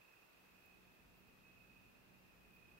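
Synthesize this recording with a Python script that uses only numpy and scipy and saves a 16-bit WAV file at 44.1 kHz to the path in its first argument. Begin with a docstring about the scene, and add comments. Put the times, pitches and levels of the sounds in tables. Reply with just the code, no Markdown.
"""Crickets in a garden at dusk

Tree crickets trill in overlapping bouts: each closing stroke sets the wings ringing, and the tone is
scattered by trees and reflected by a house wall. Behind them lie a far chorus, a faint machine hum,
a distant rumble and soft hiss. Now and then a bush cricket's wings give a few very high ticks."""
import sys
import numpy as np
from scipy import signal
from scipy.fft import rfft, irfft, next_fast_len
from scipy.io import wavfile
from scipy.ndimage import map_coordinates

SR = 44100
rng = np.random.default_rng(int(sys.argv[2]) if len(sys.argv) > 2 else 0)


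def log_audio(samples):
    """Write samples as a 16-bit WAV file to the path given in sys.argv[1]."""
    # one column per channel
    frames = np.atleast_2d(samples).T
    # limit to full scale, then quantise
    limited = np.clip(frames, -1, 1)
    pcm = np.round(limited * 32767).astype(np.int16)
    wavfile.write(sys.argv[1], SR, pcm)


N = 123039

# Tree cricket bouts. Each row: start and end in seconds, pitch in Hz, level in dB, left minus right in dB.
TRILL_BOUTS = [(-.1, 0.244, 2507, -76.5, -22), (-.1, 0.195, 2560, -77, -6), (-.1, 0.316, 2712, -80.5, -6),
               (.27, 0.505, 2524, -81, -2), (0.528, .77, 2517, -74, -13.5), (0.798, 1.037, 2528, -78, -12),
               (1.237, 1.92, 2529, -79, -1), (1.394, 1.887, 2566, -73, -13),
               (1.754, 2.305, 2718, -84.5, 20), (1.953, 2.447, 2500, -89, -10),
               (2.362, 2.9, 2518, -77.5, 1), (2.483, 2.9, 2518, -73.5, -15)]
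# Spectrum of the far chorus. Each row: frequency in Hz, relative density in dB.
CHORUS_SPECTRUM = [(2000, -45.5), (2350, -16), (2460, -5.5), (2550, -1.5), (2640, -6.5), (2740, -6),
                   (2840, -16.5), (3000, -28), (3400, -48)]
# Harmonics of the machine. Each row: multiple of the fundamental, relative level in dB.
HUM_HARMONICS = [(2, -11), (3, 0), (4, -11), (6, -13)]
# Course of the hum. Each row: time in seconds, gain in dB added to HUM_DB.
HUM_GAIN = [(0, 2.5), (.15, -15), (.4, 1.5), (1, 1.5), (2.79, 5)]
# Spectrum of the rumble. Each row: frequency in Hz, relative density in dB.
RUMBLE_SPECTRUM = [(15, -12.5), (28, -7), (48, 5), (70, -3), (130, 0.5), (250, -2.5), (450, -9),
                   (900, -20.5), (2000, -50.5)]
# Course of the rumble. Each row: time in seconds, level in dB.
RUMBLE_ENVELOPE = [(0, -82), (.25, -82.5), (.6, -76.5), (1, -72), (2.2, -72), (2.79, -70.5)]
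# Spectrum of the hiss. Each row: frequency in Hz, relative density in dB.
HISS_SPECTRUM = [(30, -6.5), (150, -3.5), (350, 4), (700, 1.5), (1300, 1), (2100, -1.5), (3200, -6),
                 (5000, -10), (6500, -13.5), (9500, -16), (11500, -13.5), (13000, -10), (15700, -11)]
# Stereo balance of the hiss. Each row: frequency in Hz, left minus right in dB.
HISS_BALANCE = [(400, 0.5), (740, -3), (1220, 1), (2000, -0.5), (3300, -2.5), (9000, -.5), (15000, -2)]
# Course of the hiss. Each row: time in seconds, level in dB.
HISS_ENVELOPE = [(0, -69.5), (.6, -69.5), (1.1, -70.5), (2.79, -70.5)]
# Bush cricket ticks. Each row: start in seconds, envelope peak in dB.
WING_TICKS = [(.659, -57), (.677, -65), (1.141, -71), (1.157, -67), (1.163, -68), (1.172, -69),
              (1.178, -61), (1.184, -63), (1.189, -66), (1.198, -68), (1.27, -72), (1.276, -69),
              (2.52, -71), (2.538, -66), (2.551, -62), (2.566, -70)]
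# Spectrum of a tick. Each row: frequency in Hz, relative density in dB.
TICK_SPECTRUM = [(11000, -47), (13300, -15), (14400, -2), (15700, 2)]

STROKES_PER_S, SOUNDING_SHARE, STROKE_SAG_HZ = 33, .58, 34.9
STROKE_SCATTER_DB, PITCH_SCATTER_HZ, TOOTH_RASP = 0.96, 6.01, 0.13
SWELL_S, FADE_S = 0.054, 0.037
GARDEN_T60_S, WALL_DELAY_S, WALL_DB = .14, .0145, -10
CHORUS_DB, CHORUS_FLUTTER_DB = -75.5, 0.5
HUM_HZ, HUM_DB, HUM_WAVER_DB, HUM_WAVER_RAD = 62.08, -79.5, 3, .3
TICK_T60_S, TOP_HZ = .015, 15780
TIME = np.arange(N) / SR


def amp(db):
    """Amplitude grows tenfold for every 20 dB."""
    return 10 ** (np.asarray(db) / 20)


def unit(x):
    """Normalisation brings a signal to rms 1."""
    return x / np.sqrt(np.mean(x ** 2) + 1e-20)


def along(points, hz):
    """Interpolation joins (Hz, value) points on a logarithmic frequency axis."""
    frequencies, values = np.transpose(points)
    return np.interp(np.log(hz + 1), np.log(frequencies + 1), values)


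def curve(rows):
    """Linear interpolation of (seconds, value) points gives one value per sample."""
    return np.interp(TIME, *np.transpose(rows))


def wobble(rate):
    """A spline through random knots, rate of them a second, fluctuates smoothly."""
    knots = rng.standard_normal(int(N * rate / SR) + 4)
    return map_coordinates(knots, [TIME * rate])


def pan(db):
    """A level difference, left minus right, sets direction at constant power."""
    half_db = np.atleast_1d(db) / 2
    gains = np.array([amp(half_db), amp(-half_db)])
    return gains / np.sqrt(np.mean(gains ** 2, axis=0))


def filtered(x, response):
    """A linear filter multiplies the spectrum by its frequency response."""
    size = next_fast_len(N + SR // 2)
    return irfft(rfft(x, size) * response(np.fft.rfftfreq(size, 1 / SR)), size)[..., :N]


def noise(spectrum, coherence=0):
    """Filtering colours stereo noise of rms 1; coherence is the share of power common to both sides."""
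    white = rng.standard_normal((3, N))
    stereo = np.sqrt(1 - coherence) * white[:2] + np.sqrt(coherence) * white[2]
    return unit(filtered(stereo, lambda hz: amp(along(spectrum, hz))))


def garden(x, wet_db):
    """Scattering by foliage and walls adds a short exponential tail, different on each side."""
    t = np.arange(SR // 2) / SR
    tail = rng.standard_normal((2, len(t))) * amp(-60 * t / GARDEN_T60_S)
    tail /= np.linalg.norm(tail[0])
    return x + amp(wet_db) * signal.fftconvolve(x[None], tail, axes=1)[:, :N]


def trill(start, end, pitch_hz):
    """Stridulation: each closing rings the wings in a short, falling tone that the wall reflects."""
    cycle = STROKES_PER_S * TIME + rng.random() + 0.059 * wobble(4)
    progress = np.minimum(cycle % 1 / SOUNDING_SHARE, 1)  # stays at 1 in the gap between strokes
    strength, detune = rng.standard_normal((2, 256))[:, np.floor(cycle).astype(int)]  # per stroke
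    hz = pitch_hz + PITCH_SCATTER_HZ * detune - STROKE_SAG_HZ * (progress - .5)
    rasp = 1 + TOOTH_RASP * wobble(300)
    stroke = np.sin(np.pi * progress) * amp(STROKE_SCATTER_DB * strength) * rasp
    bout = np.clip((TIME - start) / SWELL_S, 0, 1) * np.clip((end - TIME) / FADE_S + .5, 0, 1)
    song = bout * stroke * np.sin(2 * np.pi * np.cumsum(hz) / SR)
    echo = np.pad(song, (round(WALL_DELAY_S * SR), 0))[:N]
    heard = garden(song + amp(WALL_DB) * echo, wet_db=-3.5)
    return heard * np.linalg.norm(bout) / np.linalg.norm(heard, axis=1, keepdims=True)  # rms 1 in a bout


def tree_crickets():
    """The bouts of the nearer singers superpose, each from its own direction."""
    return sum(amp(db) * pan(pan_db) * trill(start, end, hz) for start, end, hz, db, pan_db in TRILL_BOUTS)


def far_chorus():
    """Many distant crickets add incoherently into a fluttering narrow band of noise."""
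    flutter = amp(CHORUS_FLUTTER_DB * np.array([wobble(90), wobble(90)]))
    return amp(CHORUS_DB) * pan(db=-5) * unit(flutter * noise(CHORUS_SPECTRUM))


def machine_hum():
    """A far machine radiates harmonics, each wavering in amplitude and phase on its way."""
    phase = 2 * np.pi * HUM_HZ * TIME
    hum = np.zeros((2, N))
    for side in hum:
        for order, db in HUM_HARMONICS:
            level = amp(db + HUM_WAVER_DB * wobble(6))
            side += level * np.sin(order * phase + HUM_WAVER_RAD * wobble(5))
    return amp(HUM_DB + curve(HUM_GAIN)) * pan(db=-5) * unit(hum)


def distant_rumble():
    """Low-frequency noise, partly coherent between the sides, swells in the distance."""
    return amp(curve(RUMBLE_ENVELOPE)) * pan(db=-0.5) * noise(RUMBLE_SPECTRUM, coherence=0.37)


def hiss():
    """Still evening air and microphone self-noise give an incoherent broadband floor."""
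    balanced = filtered(noise(HISS_SPECTRUM), lambda hz: pan(along(HISS_BALANCE, hz)))
    return amp(curve(HISS_ENVELOPE)) * balanced


def bush_cricket():
    """Wing ticks are strongly damped transients near the upper limit of hearing."""
    envelope = sum((TIME >= start) * amp(db - 60 * np.abs(TIME - start) / TICK_T60_S)
                   for start, db in WING_TICKS)
    lowest_hz = TICK_SPECTRUM[0][0]
    ticks = filtered(envelope * noise(TICK_SPECTRUM)[0], lambda hz: hz > lowest_hz)
    return pan(db=-5) * garden(ticks, wet_db=-3)


def scene():
    """By superposition, the pressures of the crickets and the quiet background add."""
    crickets = tree_crickets() + far_chorus() + bush_cricket()
    return crickets + machine_hum() + distant_rumble() + hiss()


def record(dry):
    """An ideal low-pass filter removes everything above the band limit."""
    return filtered(dry, lambda hz: hz < TOP_HZ)


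dry = scene()
out = record(dry)
log_audio(out)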